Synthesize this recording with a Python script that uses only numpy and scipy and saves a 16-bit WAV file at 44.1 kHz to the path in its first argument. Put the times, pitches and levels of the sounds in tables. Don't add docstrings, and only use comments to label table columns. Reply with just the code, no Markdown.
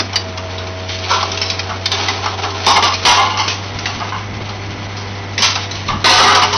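import sys
import numpy as np
from scipy import signal
from scipy.fft import rfft, irfft, next_fast_len
from scipy.io import wavfile

SR = 44100
rng = np.random.default_rng(int(sys.argv[2]) if len(sys.argv) > 2 else 0)


def to_wav(s):
    ch = np.atleast_2d(s).T
    pcm = np.round(np.clip(ch, -1, 1) * 32767)
    wavfile.write(sys.argv[1], SR, pcm.astype(np.int16))


N = 289737
TIME = np.arange(N) / SR
HIT_TIME = np.arange(SR * 2 // 3) / SR
MIC_EDGE_HZ = 6270

# time in seconds, firings per second.
FIRING_RATE = [(0, 98.3), (0.3, 92.24), (0.9, 92.54), (1.5, 93.5), (2.3, 95.9), (2.85, 92.7), (3.1, 93.6),
               (3.3, 99), (3.7, 97.3), (4.2, 101.3), (5.3, 98.5), (6.57, 95.4)]
# multiple of the firing rate, relative level in dB.
EXHAUST_TONES = [(1, 0), (2, -16), (3, -19.5), (4, -15), (5, -16), (6, -17), (7, -24.5), (8, -18),
                 (9, -19.5), (10, -17)]
# frequency in Hz, relative level in dB.
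ROAR_COLOUR = [(25, -12.5), (60, 0), (130, -6), (210, 2), (330, -1.5), (520, -5.5), (850, -4), (1500, -8),
               (2200, -7), (3200, -14), (4500, -22), (6200, -20)]
# multiples of the firing rate, and their relative levels in dB.
PUMP_MULTIPLES = [4, 5, 7]
PUMP_LEVELS = [-3, -6, 3]
VALVE_MULTIPLES = [20, 21, 22]
VALVE_LEVELS = [0.5, -3.5, -1.5]
# time of the peak in seconds, level in dB, half-width in seconds.
GUSTS = [(3.761, -28, 0.027), (3.97, -29, 0.033), (4.38, -31.5, 0.078), (4.729, -33, 0.089),
         (5.93, -26, 0.063)]
# start and length in seconds, relative scrape and rumble levels in dB.
JAW_PULLS = [(.87, 0.38, -24, -39), (1.027, 0.74, -24, -24.5), (1.897, 0.31, -20.5, -22),
             (2.21, 0.41, -24.5, -20), (2.563, 0.42, -20, -33), (3.01, 0.3, -19.5, -22),
             (3.616, 0.47, -29, -30.5), (5.545, 0.46, -30.5, -52), (6.178, 0.3, -15, -28)]
# frequency in Hz, relative level in dB.
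SCRAPE_COLOUR = [(60, -12), (300, -5.5), (700, 1.5), (1600, -3), (2200, 3), (3200, 4), (4600, 1),
                 (6200, -1.5)]
STRIKE_COLOUR = [(60, -15), (250, -21.5), (600, -6), (1600, -4), (2200, 0), (3200, 2), (4600, 2), (5400, 3),
                 (6200, -1.5)]
# start in seconds, relative crack and body levels in dB, rattle
# fade time in seconds, pitch in Hz (200 or less means none). A fade time, or t60, is the time to fall 60 dB.
CLANKS = [(0.13, -18, -17.5, 0.21, -4), (0.1575, -4, -23, 0.029, 4673), (0.374, -18.5, -17.5, 0.093, 0),
          (.581, -21, -23, .3, 3391), (0.669, -23.5, -41, 0.28, 0), (1.228, -13.5, -8.5, 0.042, 1148),
          (1.317, -15, -39, 0.17, 5), (1.3735, -13.5, -48, 0.24, -1.5), (1.4135, -7.5, -34, 0.67, 0),
          (1.5, -9, -32, 0.18, -14), (1.592, -10.5, -24, .055, 0), (1.69, -38, -13, 0.2, -4),
          (1.8565, -5, -27, 0.09, 2), (1.9169, -8, -22.5, 1, 3591), (2.0845, -10, -7.5, 0.041, 2032),
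          (2.258, -16, -7, 0.12, 0), (2.4343, -16.5, -11, 0.13, 0), (2.935, -10.5, -42, 0.41, 2),
          (3.7868, -18, -45, 0.088, -2), (3.8561, -10.5, -19.5, 0.49, 0), (4.001, -25.5, -13, 0.27, -3),
          (4.1156, -41, -15, 0.45, 0), (4.406, -46, -17, .03, 387), (4.4902, -23, -22, .12, 7),
          (4.9664, -22, -31, 0.74, 0), (5.379, -10.5, -31, 0.8, 2043), (5.5533, -11, -12, .15, 0),
          (5.7111, -17, -38, 0.87, 4), (5.883, -14, -9.5, 0.32, 10)]
# frequency in Hz, relative level in dB.
TUBE = [(861.3, -27), (936.7, -44), (1028, -25), (1152, -23), (1367, -37), (1421, -29), (1674, -34),
        (1707, -29), (2116, -22), (2191, -31.5), (2815, -24), (2966, -26), (3677, -36)]
BEAM = [(412, -24), (532.9, -24), (732.1, -15.5), (1077, -22.5), (1202, -17), (1254, -27), (1464, -46),
        (1513, -17.5), (1599, -23), (1728, -25), (1933, -19), (2078, -19.5), (2918, -20), (3203, -25.5),
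        (3871, -21.5)]
CHANNEL = [(1007, 1.5), (1152, 1), (1343, 5.5), (2304, -7.5)]
BARS = {"tube": (TUBE, 0.22, 953, -3.5, -13.5), "beam": (BEAM, 0.33, 1040, -0.13, -13),
        "channel": (CHANNEL, 0.58, 1138, -18.5, -11)}
# start in seconds, clash and body levels in dB,
# chatter fade time in seconds, ring level in dB, name of the bar.
CRASHES = [(0, -12.5, -38, 0.043, -25, "beam"), (1.103, -18.5, -15, 0.28, -17, "channel"),
           (2.665, -9.5, -7.5, 0.32, -29, "tube"), (2.759, -16, -9.5, 0.15, -14, "tube"),
           (2.825, -11, -11.5, 0.27, -18, "tube"), (3.051, -7.5, -10.5, 0.41, -11.5, "tube"),
           (3.168, -33, -13.5, 0.58, -14.5, "tube"), (3.373, -19, -20, 0.51, -23.5, "tube"),
           (3.479, -15, -39, 0.24, -34, "tube"), (5.389, -18, -30, 0.64, -43, "tube"),
           (5.422, -7, -17.5, 0.3, -34, "channel"), (6.043, -8.5, -13.5, 0.8, -14.5, "beam"),
           (6.18, -16, -9.5, 0.82, -11, "beam"), (6.349, -7.5, -9.5, 0.1, -20, "channel"),
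           (6.42, -12.5, -11, 0.11, -12, "tube"), (6.527, -18.5, -19, 0.39, -25, "tube")]


def amp(db):
    return 10 ** (np.asarray(db) / 20)


def evened(x):
    return x / np.sqrt(np.mean(x ** 2) + 1e-20)


def sized(x, force, db):
    return amp(db) * evened(x) * np.sqrt(np.mean(force ** 2))


def add(mix, start, sound):
    part = mix[max(round(start * SR), 0):][:len(sound)]
    part += sound[:len(part)]


def colour(x, points):
    size = next_fast_len(len(x) + 4096)
    hz = np.fft.rfftfreq(size, 1 / SR)
    point_hz, point_db = np.transpose(points)
    gain = amp(np.interp(np.log(hz + 1), np.log(point_hz), point_db)) * (hz < 1.1 * MIC_EDGE_HZ)
    return irfft(rfft(x, size) * gain, size)[:len(x)]


def low_pass(x, hz):
    return signal.oaconvolve(x, signal.firwin(601, hz, window=("kaiser", 9), fs=SR)[None], "same")


def wander(per_s, size=N):
    values = rng.standard_normal(4096)
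    return evened(np.interp(TIME[:size] * per_s, np.arange(len(values)), values))


def swell(start, length, rise_s, release_s):
    t = TIME - start
    return np.clip(t / rise_s, 0, 1) * np.exp(-np.maximum(t - length, 0) / release_s)


def engine(hum_db=-27.5, roar_db=-31, throb=0.27, overtone_db=-2):
    firing_hz = np.interp(TIME, *np.transpose(FIRING_RATE))
    phase = 2 * np.pi * np.cumsum(firing_hz) / SR
    hum = np.sin(phase) * (1 + 0.02 * wander(3.1))
    for multiple, db in EXHAUST_TONES[1:]:
        overtone = np.sin(multiple * phase + 2 * np.pi * rng.random())
        hum += amp(db + overtone_db) * overtone * (1 + 0.19 * wander(15))
    whine = hydraulics(phase, firing_hz)
    roar = evened(colour(rng.standard_normal(N), ROAR_COLOUR))
    roar = roar * (1 + throb * np.sin(phase)) * amp(0.12 * wander(20))
    return np.sqrt(2) * (amp(hum_db) * hum + whine) + amp(roar_db) * roar


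def oil_ripple(phase, multiples, levels_db, rough):
    return sum(amp(db) * np.sin(k * phase + rough * wander(60)) * (1 + 0.22 * wander(30))
               for k, db in zip(multiples, levels_db))


def hydraulics(phase, firing_hz, pump_db=-37, valve_db=-44, loaded_hz=92.7, fade_db_per_hz=2.0):
    load = amp(pump_db - fade_db_per_hz * np.maximum(firing_hz - loaded_hz, 0))
    squeeze = amp(valve_db) * swell(start=3.55, length=2.1, rise_s=0.23, release_s=0.23)
    whine = load * oil_ripple(phase, PUMP_MULTIPLES, PUMP_LEVELS, rough=0.2)
    return whine + squeeze * oil_ripple(phase, VALVE_MULTIPLES, VALVE_LEVELS, rough=0.52)


def wind(breeze_db=-38.5, start_s=3.03, rise_s=0.75):
    wind_colour = [(18, 0.5), (50, 3.5), (160, 6.5), (300, 1.0), (550, -26.5), (1200, -62.5)]
    rumble = colour(rng.standard_normal(N), wind_colour)
    breeze = amp(breeze_db) * np.clip((TIME - start_s) / rise_s, 0, 1)
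    gusts = sum(amp(db) * np.exp(-((TIME - peak) / width) ** 2) for peak, db, width in GUSTS)
    return evened(rumble) * (breeze + gusts) * amp(0.33 * wander(28))


def contacts(n, per_s, spread_db):
    strength = amp(spread_db * np.minimum(rng.exponential(1, n), 3))
    return evened(strength * rng.choice([-1, 1], n) * (rng.random(n) < per_s / SR))


def piece_ring(drive, low_hz, high_hz, t60):
    t = HIT_TIME[:SR // 4]
    hz = np.fft.rfftfreq(len(t), 1 / SR)
    tones = irfft(np.exp(2j * np.pi * rng.random(len(hz))) * (hz > low_hz) * (hz < high_hz), len(t))
    ring = tones * amp(-60 * t / t60)
    return signal.fftconvolve(drive, ring / np.linalg.norm(ring))[:len(drive)]


def jangle(drive, t60, ring_db):
    return drive + amp(ring_db) * piece_ring(drive, 1400, MIC_EDGE_HZ, t60)


def hollow(drive, hz, spread, t60, ring_db):
    rung = drive + amp(ring_db) * piece_ring(drive, hz / 2, hz * 2, t60)
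    band = signal.butter(3, [hz / spread, hz * spread], "band", fs=SR, output="sos")
    return signal.sosfilt(band, rung)


def bar_ring(drive, tones, t60):
    out = np.zeros(len(drive))
    for hz, db in tones:
        decay = amp(-60 * (hz / 700) / (t60 * SR))
        feedback = [1, -2 * decay * np.cos(2 * np.pi * hz / SR), decay * decay]
        out += amp(db) * evened(signal.lfilter([1, 0, -1], feedback, drive))
    return out


def pulling(rest_scrape_db=-34, rest_rumble_db=-36.5, ease_db_per_s=8.5):
    scraping, rumbling = np.full(N, amp(rest_scrape_db)), np.full(N, amp(rest_rumble_db))
    for start, length, scrape_db, rumble_db in JAW_PULLS:
        giving_way = amp(-ease_db_per_s * np.maximum(TIME - start, 0))
        pull = swell(start, length, rise_s=0.024, release_s=0.053) * giving_way
        scraping = np.hypot(scraping, amp(scrape_db) * pull)
        rumbling = np.hypot(rumbling, amp(rumble_db) * pull)
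    return scraping, rumbling


def dragging(scraping, rumbling, scrape_db=-2, rumble_db=-4, groan_db=-11, jerk_db=2):
    jerks = amp(jerk_db * wander(41))
    slips = sum(jangle(contacts(N, 650, 5.4), t60=0.16, ring_db=-2) for _ in range(2))
    scrape = amp(scrape_db) * evened(colour(slips, SCRAPE_COLOUR))
    shoves = contacts(N, per_s=1200, spread_db=3.2)
    rumble = amp(rumble_db) * evened(hollow(shoves, 994, spread=1.326, t60=0.064, ring_db=-3.5))
    groan = amp(groan_db) * evened(hollow(shoves, 365, spread=1.193, t60=0.32, ring_db=8))
    return jerks * (scrape * scraping + (rumble + groan) * rumbling)


def clank(crack_db, body_db, t60, hz=0, bounce_db=-11, pitch_t60=0.11):
    t = HIT_TIME[:len(HIT_TIME) // 2]
    snap = np.exp(-t / 0.008)
    build_up = 1 - np.exp(-t / 0.005)
    settle = amp(-60 * t / t60)
    force = snap + amp(bounce_db) * settle
    crack = colour(jangle(force * contacts(len(t), 7000, 5.6), t60=0.024, ring_db=-1.4), STRIKE_COLOUR)
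    rattle = settle * build_up * contacts(len(t), per_s=4000, spread_db=2.2)
    body = hollow(rattle, 990, spread=1.46, t60=0.052, ring_db=-11.5)
    sound = sized(crack, force, crack_db - 3) + sized(body, settle, body_db - 6)
    sound += sized(bar_ring(rattle, TUBE, t60=0.13), settle, body_db - 11)
    if hz > 200:
        phase = 2 * np.pi * hz * t + 0.9 * wander(320, size=len(t))
        sound += amp(max(crack_db, body_db) - 3.5 - 60 * t / pitch_t60) * np.sin(phase)
    return sound


def loose_scrap(scraping, strays_per_s=6, stray_db=1.5, spread_db=2.5):
    out = np.zeros(N)
    for start, *blow in CLANKS:
        add(out, start, clank(*blow))
    draws = rng.random((128, 3))
    for when, size, chance in draws:
        if chance < strays_per_s * TIME[-1] / len(draws):
            db = stray_db + spread_db * (2 * size - 1) + 20 * np.log10(scraping[int(when * N)])
            add(out, when * TIME[-1], clank(db, body_db=db - 10, t60=0.15))
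    return out


def crashes(blow_s=0.01, hold_share=0.096):
    out, n = np.zeros(N), len(HIT_TIME)
    blow = np.exp(-HIT_TIME / blow_s)
    for start, clash_db, body_db, t60, ring_db, name in CRASHES:
        tones, tones_t60, wall_hz, thud_db, clang_db = BARS[name]
        flutter_db = 2.2 * wander(110, size=n)
        force = amp(flutter_db - 60 * np.maximum(HIT_TIME / t60 - hold_share, 0))
        chatter = force * contacts(n, per_s=4500, spread_db=3.36)
        landing = blow * contacts(n, per_s=8000, spread_db=2.4)
        hits = chatter + landing
        clash = sized(colour(jangle(hits, t60=0.044, ring_db=-7.5), STRIKE_COLOUR), force, clash_db)
        body = sized(hollow(hits, wall_hz, spread=1.25, t60=0.14, ring_db=1.5), force, body_db)
        clang = sized(hollow(hits, 470, spread=2.3, t60=0.23, ring_db=3.5), force, body_db + clang_db)
        thud = sized(hollow(landing, 380, spread=6, t60=0.2, ring_db=-11), blow, clash_db + thud_db)
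        ring = sized(bar_ring(hits, tones, tones_t60), force, ring_db)
        add(out, start, clash + body + clang + thud + ring)
    return out


def yard_echo(x, t60=0.16, echo_db=-12, rise_s=0.029):
    reflections = contacts(len(HIT_TIME), per_s=2000, spread_db=0.8)
    tail = reflections * amp(-60 * HIT_TIME / t60) * (1 - np.exp(-HIT_TIME / rise_s))
    return x + amp(echo_db) * signal.fftconvolve(x, tail / np.linalg.norm(tail))[:N]


def scene():
    background = engine() + wind()
    scraping, rumbling = pulling()
    scrap = dragging(scraping, rumbling) + crashes() + loose_scrap(scraping)
    return (background + yard_echo(scrap))[None]


def record(dry, input_limit=0.66, output_limit=0.62, fizz_hz=11000, fizz_db=-10, top_hz=15850):
    squashed = dry / (1 + (dry / input_limit) ** 6) ** (1 / 6)
    clipped = np.clip(low_pass(squashed, MIC_EDGE_HZ), -output_limit, output_limit)
    lower = low_pass(clipped, fizz_hz)
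    fizz = clipped - lower
    return low_pass(lower + amp(fizz_db) * fizz, top_hz)


dry = scene()
out = record(dry)
to_wav(out)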